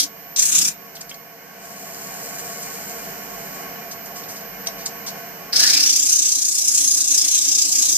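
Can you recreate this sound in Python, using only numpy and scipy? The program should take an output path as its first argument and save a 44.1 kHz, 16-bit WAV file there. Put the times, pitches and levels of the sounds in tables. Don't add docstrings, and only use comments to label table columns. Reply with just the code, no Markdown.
import sys
import numpy as np
from scipy import signal
from scipy.fft import rfft, irfft, next_fast_len
from scipy.io import wavfile
from scipy.ndimage import uniform_filter1d

SR = 44100
rng = np.random.default_rng(int(sys.argv[2]) if len(sys.argv) > 2 else 0)


def digitize_waveform(pressure):
    field = np.atleast_2d(pressure).T
    bounded = np.clip(field, -1, 1)
    quanta = np.round(bounded * 32767).astype(np.int16)
    wavfile.write(sys.argv[1], SR, quanta)


def boost_factor(decibels):
    exponent = np.asarray(decibels, float) / 20
    return 10 ** exponent


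N = 351477
PADDED = next_fast_len(N + SR // 2)

# f/Hz, density/dB per Hz
HUM_SPECTRUM = [(20, -54), (36, -11), (70, -28), (130, -14), (300, -11), (700, -11.5), (1240, -7),
                (1700, -1.5), (3100, -11.5), (3600, -21), (4100, -13.5), (5880, -7.5), (9000, -21),
                (12800, -26.5), (16000, -45)]
# f/Hz, width/Hz, level/dB
CASTING_MODES = [(42.1, 4.3, -8), (100, 25, -20), (156.5, 23, -9), (196, 43.6, -5.5), (282, 33, -9.5),
                 (389, 19.3, -8), (465.5, 31.5, -4.5), (543, 12, -7.5), (591, 27, -14), (594.4, 26, -11),
                 (679, 27.2, 0), (715.7, 14.3, -1), (775, 33, -6.5), (833, 13.5, -7.5), (911, 50, -12.5),
                 (952, 19, -13), (1047, 19, -7.5), (1106.7, 22.6, -1.5), (1210, 39, -27), (1342, 25, -20),
                 (1420, 28, -13.5), (1513, 21, -7.5), (1572, 5.7, -2.5), (1680, 13, -21), (1950, 13, -17),
                 (2159, 14, -4.5), (2390, 19, -6.5), (2940, 63, -14)]
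# t/s, level/dB
WHINE_SHADE = [(0, -1), (.35, 3.5), (.45, 5), (.8, 0.5), (1.2, -1.5), (1.6, -4), (2.5, -3), (3.1, -2.5),
               (5.2, -2.5), (5.45, -5.5), (5.65, -3), (5.8, -7), (6.2, 9)]
# t/s, level/dB
AUTO_GAIN = [(0, -11.5), (.06, -6.5), (.35, -6), (.45, -8), (.72, -7.5), (.85, -6), (1.3, -7), (1.5, -6),
             (1.9, -1.5), (2.2, 0), (4.7, 0), (5.45, -0.5), (5.7, -2.5), (5.9, -10), (6.1, -14.5),
             (7.6, -12.5), (7.97, -8)]
# t/s, rasp level/dB, ring of the paper f/Hz
STROKES = [
    [(0, -18.5, 6060), (.05, -29.5, 5830), (.065, -48, 6200)],
    [(.354, -70, 6300), (.363, -25.5, 6150), (.385, -19, 6200), (.48, -21, 6930), (.56, -19.5, 6800),
     (.685, -21.5, 6400), (.705, -46, 6500), (.72, -45, 6700), (.74, -69, 6800)],
    [(5.524, -43, 5070), (5.531, -23.5, 4950), (5.565, -17.5, 5360), (5.78, -18.5, 5340), (6.0, -20, 6280),
     (6.4, -22, 6520), (6.73, -20, 6670), (7.3, -21.5, 6400), (7.97, -19.5, 6470)],
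]
# t/s, dull contact over rasp level/dB, bright edge over rasp level/dB, ring sharpness/1
GRIPS = [
    (0, -18.5, -23, 0.76),
    (.2, -9.5, -5, 1.03),
    (3, -19.5, -8, 1.15),
]
# t/s, rate/turns per s
TURN_RATES = [(0, 30.5), (.4, 31.23), (.7, 30.744), (5.55, 28.4), (5.75, 31.45), (5.95, 30.58),
              (6.95, 29.54)]
# f/Hz, density/dB per Hz
PAPER_RINGS = [(300, -103), (2300, -28.5), (3050, -18.5), (3900, -11), (4550, -10), (5200, -3), (6100, 0.5),
               (6500, 4.5), (7050, -3.5), (7700, -1), (8150, -7.5), (9400, -10), (10400, -15.5),
               (14000, -19.5)]
# f/Hz, density/dB per Hz
DULL_CONTACT = [(150, -90), (700, -28), (1200, -11.5), (1700, -10), (2000, -9.5), (2350, -3.5),
                (2750, -3.5), (3050, -16), (3500, -3.5), (4500, -15.5)]
# f/Hz, density/dB per Hz
END_FACE = [(150, -90), (800, -26), (1200, -24), (1400, -10), (1700, 3), (2000, -9), (2300, -9),
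            (3500, -72)]
# f/Hz, density/dB per Hz
FINE_GRIT = [(2000, -90), (7000, 10), (9500, 7), (11500, -11), (13500, -14), (15300, 17), (16200, -31)]
# t/s, drone level/dB, shudder level/dB
BED_LOADS = [
    (0, -41.5, -47),
    (.2, -38.5, -34.5),
    (3, -39, -49.5),
]
# t/s, peak level/dB, ring f/Hz, T60/s
SNAPS = [
    (0.683, -8, 7000, 0.0047),
    (.969, -43, 4000, .008),
    (1.115, -26, 3190, 0.028),
    (4.674, -10, 5800, 0.012),
    (5.897, -13, 5830, 0.023),
    (6.289, -16, 6360, 0.028),
    (6.353, -22, 6290, .02),
    (6.583, -20, 6500, 0.025),
]
# t/s, peak level/dB, rise/s, length/s, centre f/Hz
RUSTLES = [(0.95, -37, .003, 0.018, 6260), (.967, -33, 0.0022, 0.0061, 4000),
           (1.006, -28, 0.0063, 0.012, 6200), (1.092, -35, .002, 0.015, 6300),
           (1.11, -34, 0.0022, 0.0056, 3100), (1.14, -38, .003, 0.011, 5950),
           (3.909, -35, .004, 0.026, 6200), (4.052, -38.5, .008, 0.02, 6900),
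           (4.151, -38.5, .008, 0.061, 6500), (4.232, -38, .004, 0.016, 5000),
           (4.28, -37.5, .008, 0.062, 6650), (4.355, -38, .008, 0.031, 6060),
           (4.403, -41, .008, 0.02, 6030), (4.657, -32, .01, 0.019, 6000),
           (4.6702, -19.5, 0.0008, 0.005, 5260), (4.681, -43, 0.0069, 0.0079, 5500),
           (4.779, -40.5, .004, 0.068, 5750), (4.855, -21, 0.0063, 0.015, 6100),
           (5.062, -29.5, .005, 0.04, 5760)]
# t/s, peak level/dB, f/Hz
BUMPS = [
    (1.049, -62, 48.4),
    (3.899, -59, 102),
    (4.258, -58, 110),
    (4.999, -58, 107),
]
# t/s, level/dB
FINGER_LEVEL = [(1.55, -75), (1.63, -55), (2.04, -48.5), (2.58, -46.5), (2.88, -47.5), (3.12, -53.5),
                (3.63, -53), (3.68, -77)]
# f/Hz, density/dB per Hz
SKIN_SPECTRUM = [(2500, -26), (3300, -11), (3650, -15), (4100, -3.5), (7200, 3.5), (10000, -7.5),
                 (12500, -13.5), (15300, 1), (16500, -26)]

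BELT_HZ, WHINE_HZ = 15.85, 13352.3
HUM_DB = -39
WHINE_DB, WHINE_FOLLOWS = -45.5, 1.23
WOBBLE_DB, WOBBLE_HZ = 1.12, 9.5
FLAT_DB_PER_KHZ = 5
DULL_FADE_DB_PER_S, EDGE_FADE_DB_PER_S = 276, 900
FIRST_TURN = -.17
STEADY_SHARE = 0.76
LOAD_LAG_S = 0.1
PORT_LAG_S = 8e-5
SHOP_T60_S = .1
CUTOFF_HZ = 16100


def rms_one(x):
    return x / np.sqrt(np.mean(x ** 2) + 1e-20)


def in_time(rows):
    s, *columns = np.transpose(rows)
    return [np.interp(np.arange(N) / SR, s, c) for c in columns]


def in_steps(rows):
    s, *columns = np.transpose(rows)
    row = np.maximum(np.searchsorted(s, np.arange(N) / SR, side="right") - 1, 0)
    return [c[row] for c in columns]


def at_hz(points, hz):
    f, level = np.transpose(points)
    return np.interp(np.log(hz), np.log(f), level)


def drift(rate):
    r = np.exp(-80 * np.pi * rate / SR)
    noise = rng.standard_normal(N // 40 + 2002)
    slow = signal.lfilter([1], [1, -2 * r, r * r], noise)[2000:]
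    return np.interp(np.arange(N) / 40, np.arange(len(slow)), rms_one(slow))


def patches(shape, frames, bins):
    field = rng.standard_normal(shape)
    for _ in range(2):
        field = uniform_filter1d(field, size=bins, axis=0)
        field = uniform_filter1d(field, size=frames, axis=1)
    return rms_one(field)


def coloured(x, gain):
    hz = np.maximum(np.arange(PADDED // 2 + 1) * SR / PADDED, 1)
    return irfft(rfft(x, PADDED) * gain(hz), PADDED)[..., :N]


def grains(per_s, spread_db):
    sizes = boost_factor(spread_db * np.minimum(rng.exponential(1, N), 5)) * rng.choice([-1, 1], N)
    return rms_one(sizes * (rng.random(N) < per_s / SR))


def fading(db, db_per_s):
    ramp = db_per_s * np.arange(N) / SR
    return np.maximum.accumulate(db + ramp) - ramp


def ports(shared, own):
    late = coloured(shared, lambda hz: np.exp(-2j * np.pi * hz * PORT_LAG_S))
    return [late, shared] + own


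def casting(hz):
    modes = sum(boost_factor(2 * db) / (1 + ((hz - at) / (width / 2)) ** 4) for at, width, db in CASTING_MODES)
    return np.sqrt(boost_factor(2 * (at_hz(HUM_SPECTRUM, hz) - 11.0)) + modes)


def hum(hum_db):
    lap = np.arange(N) * BELT_HZ / SR + 0.0026 * drift(1.42)
    phases = 2 * np.pi * rng.random(int(SR / BELT_HZ / 2))
    pattern = rms_one(irfft(np.exp(1j * phases)))
    repeated = np.interp(lap % 1 * len(pattern), np.arange(len(pattern)), pattern)
    repeated = coloured(repeated, lambda hz: 1 / (1 + (hz / 900) ** 4))
    throb = boost_factor(0.35 * np.cos(2 * np.pi * lap) + 0.5 * np.cos(4 * np.pi * lap))
    shared = 1.48 * repeated + throb * rng.standard_normal(N)
    own = coloured(rng.standard_normal((2, N)), lambda hz: 0.35 + 1.6 / (1 + 800 / hz))
    waver_db = .6 * drift(2.2)
    return boost_factor(hum_db + 3.5 + waver_db) * rms_one(coloured(ports(shared, own), casting))


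def whine(gain_db):
    turn = 2 * np.pi * WHINE_HZ * np.arange(N) / SR
    left = boost_factor(2.5 + 5.1 * drift(3.0)) * np.sin(turn + 0.75)
    right = boost_factor(20.5 + 0.82 * drift(9.6)) * np.sin(turn)
    level_db = WHINE_DB + WHINE_FOLLOWS * gain_db + in_time(WHINE_SHADE)[0] - 5.0
    return boost_factor(level_db) * np.array([left, right])


def joined_strokes():
    rows = []
    for stroke in STROKES:
        first, last = np.array(stroke[0]), np.array(stroke[-1])
        rows += [first - [.01, 40, 0], *stroke, last + [.03, -40, 0]]
    return rows


def high_spot_swell():
    turns = FIRST_TURN + np.cumsum(in_steps(TURN_RATES)[0]) / SR
    angle = 2 * np.pi * turns + .25
    return 4.8 * (np.cos(angle) - .1 * np.sin(2 * angle))


def contact_colour(hz, ring_hz, sharp, dull_over_db, edge_over_db):
    ring = boost_factor(sharp * at_hz(PAPER_RINGS, hz * 6500 / ring_hz))
    colour = ring / np.sqrt(np.mean(ring ** 2, axis=0))
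    colour = colour + rms_one(boost_factor(at_hz(DULL_CONTACT, hz))) * boost_factor(dull_over_db - 5.5)
    flat = np.clip((5900 - ring_hz) / 800, 0, 1)
    colour = colour + flat * rms_one(boost_factor(at_hz(END_FACE, hz))) * boost_factor(dull_over_db - 3.5)
    colour = colour + rms_one(boost_factor(at_hz(FINE_GRIT, hz))) * boost_factor(edge_over_db - 10.5)
    return colour * boost_factor(2.3 * patches(colour.shape, frames=45, bins=2))


def sanding():
    rasp_db, ring_hz = in_time(joined_strokes())
    rasp_db = rasp_db + WOBBLE_DB * drift(WOBBLE_HZ)
    dull_over, edge_over, sharp = in_steps(GRIPS)
    flatness_db = FLAT_DB_PER_KHZ * (6500 - ring_hz) / 1000
    dull_db = fading(rasp_db + dull_over + flatness_db + 2.0 * drift(12), DULL_FADE_DB_PER_S)
    edge_db = fading(rasp_db + edge_over + 2.0 * drift(1.3), EDGE_FADE_DB_PER_S)
    swell_db = high_spot_swell()
    pressure = rms_one(boost_factor(swell_db + 0.8 * drift(40) + 0.8 * drift(180)))
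    dull_over_db = dull_db - STEADY_SHARE * swell_db - rasp_db
    edge_over_db = edge_db - STEADY_SHARE * swell_db - rasp_db

    tears = [grains(per_s=10000, spread_db=3.0) for _ in range(3)]
    grit = pressure * ports(tears[0], 0.92 * np.array(tears[1:]))
    hz, s, frames = signal.stft(grit, SR, nperseg=256, noverlap=192)
    hz = np.maximum(hz, 1)[:, None]
    at = np.minimum(s * SR, N - 1).astype(int)
    colour = contact_colour(hz, ring_hz[at], sharp[at], dull_over_db[at], edge_over_db[at])
    rasp = signal.istft(frames * colour, SR, nperseg=256, noverlap=192)[1][:, :N]
    balance = boost_factor(np.array([[.4], [-.4]]))
    pressing = np.clip((rasp_db + 59) / 20, 0, 1)
    return rasp * boost_factor(rasp_db + 1.63) * balance, pressing


def bed_load(pressing):
    keep = np.exp(-1 / (LOAD_LAG_S * SR))
    taken_up = signal.lfilter([1 - keep], [1, -keep], pressing, zi=[keep])[0]
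    return pressing * taken_up ** 2


def load_drone(drone_db, shudder_db, load):
    def bed_mode(hz):
        return 1 / (1 + ((hz - 283) / 12) ** 2) + 0.29 / (1 + ((hz - 310) / 50) ** 4)

    drone = coloured(rng.standard_normal(N), bed_mode)
    shudder = coloured(rng.standard_normal(N), lambda hz: 1 / (1 + ((hz - 175) / 45) ** 4))
    both = load * (boost_factor(drone_db + 2.0) * rms_one(drone) + boost_factor(shudder_db - 1) * rms_one(shudder))
    return signal.sosfilt(signal.butter(4, 125, "high", fs=SR, output="sos"), both)


def snaps():
    out = np.zeros(N)
    t = np.arange(SR // 20) / SR
    for s, peak_db, hz, t60 in SNAPS:
        at = round(s * SR)
        ring = np.sin(2 * np.pi * hz * t) * boost_factor(-60 * t / t60)
        crack = np.diff(rng.standard_normal(len(t) + 1)) * boost_factor(-60 * t / 0.0021)
        out[at:at + len(t)] += boost_factor(peak_db) * (ring + 0.16 * crack)
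    return out


def rustles():
    out, crackle = np.zeros(N), grains(per_s=17000, spread_db=-2.0)
    t = np.arange(SR // 8) / SR
    wide = signal.butter(2, [1800, 10000], "band", fs=SR, output="sos")
    for s, peak_db, rise, length, hz in RUSTLES:
        at = round(s * SR)
        shape = np.minimum(t / rise, 1) * np.exp(-(t / length) ** 3)
        burst = crackle[at:at + len(t)] * shape
        band = signal.butter(2, [hz * .7, min(hz * 1.19, 15000)], "band", fs=SR, output="sos")
        sound = signal.sosfilt(band, burst) + 0.18 * signal.sosfilt(wide, burst)
        out[at:at + len(t)] += boost_factor(peak_db + 9.5) * sound
    return out


def bumps():
    t, out = np.arange(N) / SR, np.zeros(N)
    for s, peak_db, hz in BUMPS:
        push = np.exp(-((t - s - .04) / .04) ** 2)
        out += boost_factor(peak_db + 4) * np.sin(2 * np.pi * hz * (t - s)) * push
    return out


def finger():
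    rows = [(FINGER_LEVEL[0][0] - .1, -90), *FINGER_LEVEL, (FINGER_LEVEL[-1][0] + .03, -90)]

    def skin(hz):
        return boost_factor(at_hz(SKIN_SPECTRUM, hz)) * (1 + 0.85 / (1 + ((hz - 7250) / 200) ** 2))

    brush = grains(per_s=11000, spread_db=4.5) * boost_factor(1.2 * drift(40))
    return boost_factor(in_time(rows)[0] + 11.5) * rms_one(coloured(brush, skin))


def shop(x, tail_db):
    t = np.arange(SR // 2) / SR
    tail = rng.standard_normal((2, len(t))) * boost_factor(-60 * t / SHOP_T60_S) * (t > .003)
    tail = boost_factor(tail_db) * tail / np.linalg.norm(tail[0])
    return coloured(x, lambda hz: 1 + rfft(tail, PADDED)) / np.sqrt(1 + boost_factor(2 * tail_db))


def scene():
    gain_db, = in_time(AUTO_GAIN)
    drone_db, shudder_db = in_steps(BED_LOADS)
    lathe = hum(HUM_DB + gain_db) + whine(gain_db)
    rasp, pressing = sanding()
    lathe = lathe + load_drone(drone_db + gain_db, shudder_db + gain_db, bed_load(pressing))
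    hand = snaps() + rustles() + finger()
    near = shop(rasp + ports(hand, np.zeros((2, N))), tail_db=-6.0)
    return near + lathe + bumps()


def top_cut(x):
    return signal.sosfilt(signal.butter(12, 16150, fs=SR, output="sos"), x)


def record(dry):
    rounded = 1.05 * np.tanh(dry / 1.05)
    low_pass = signal.cheby2(12, 70, CUTOFF_HZ, fs=SR, output="sos")
    return top_cut(signal.sosfilt(low_pass, rounded))


dry = scene()
out = record(dry)
digitize_waveform(out)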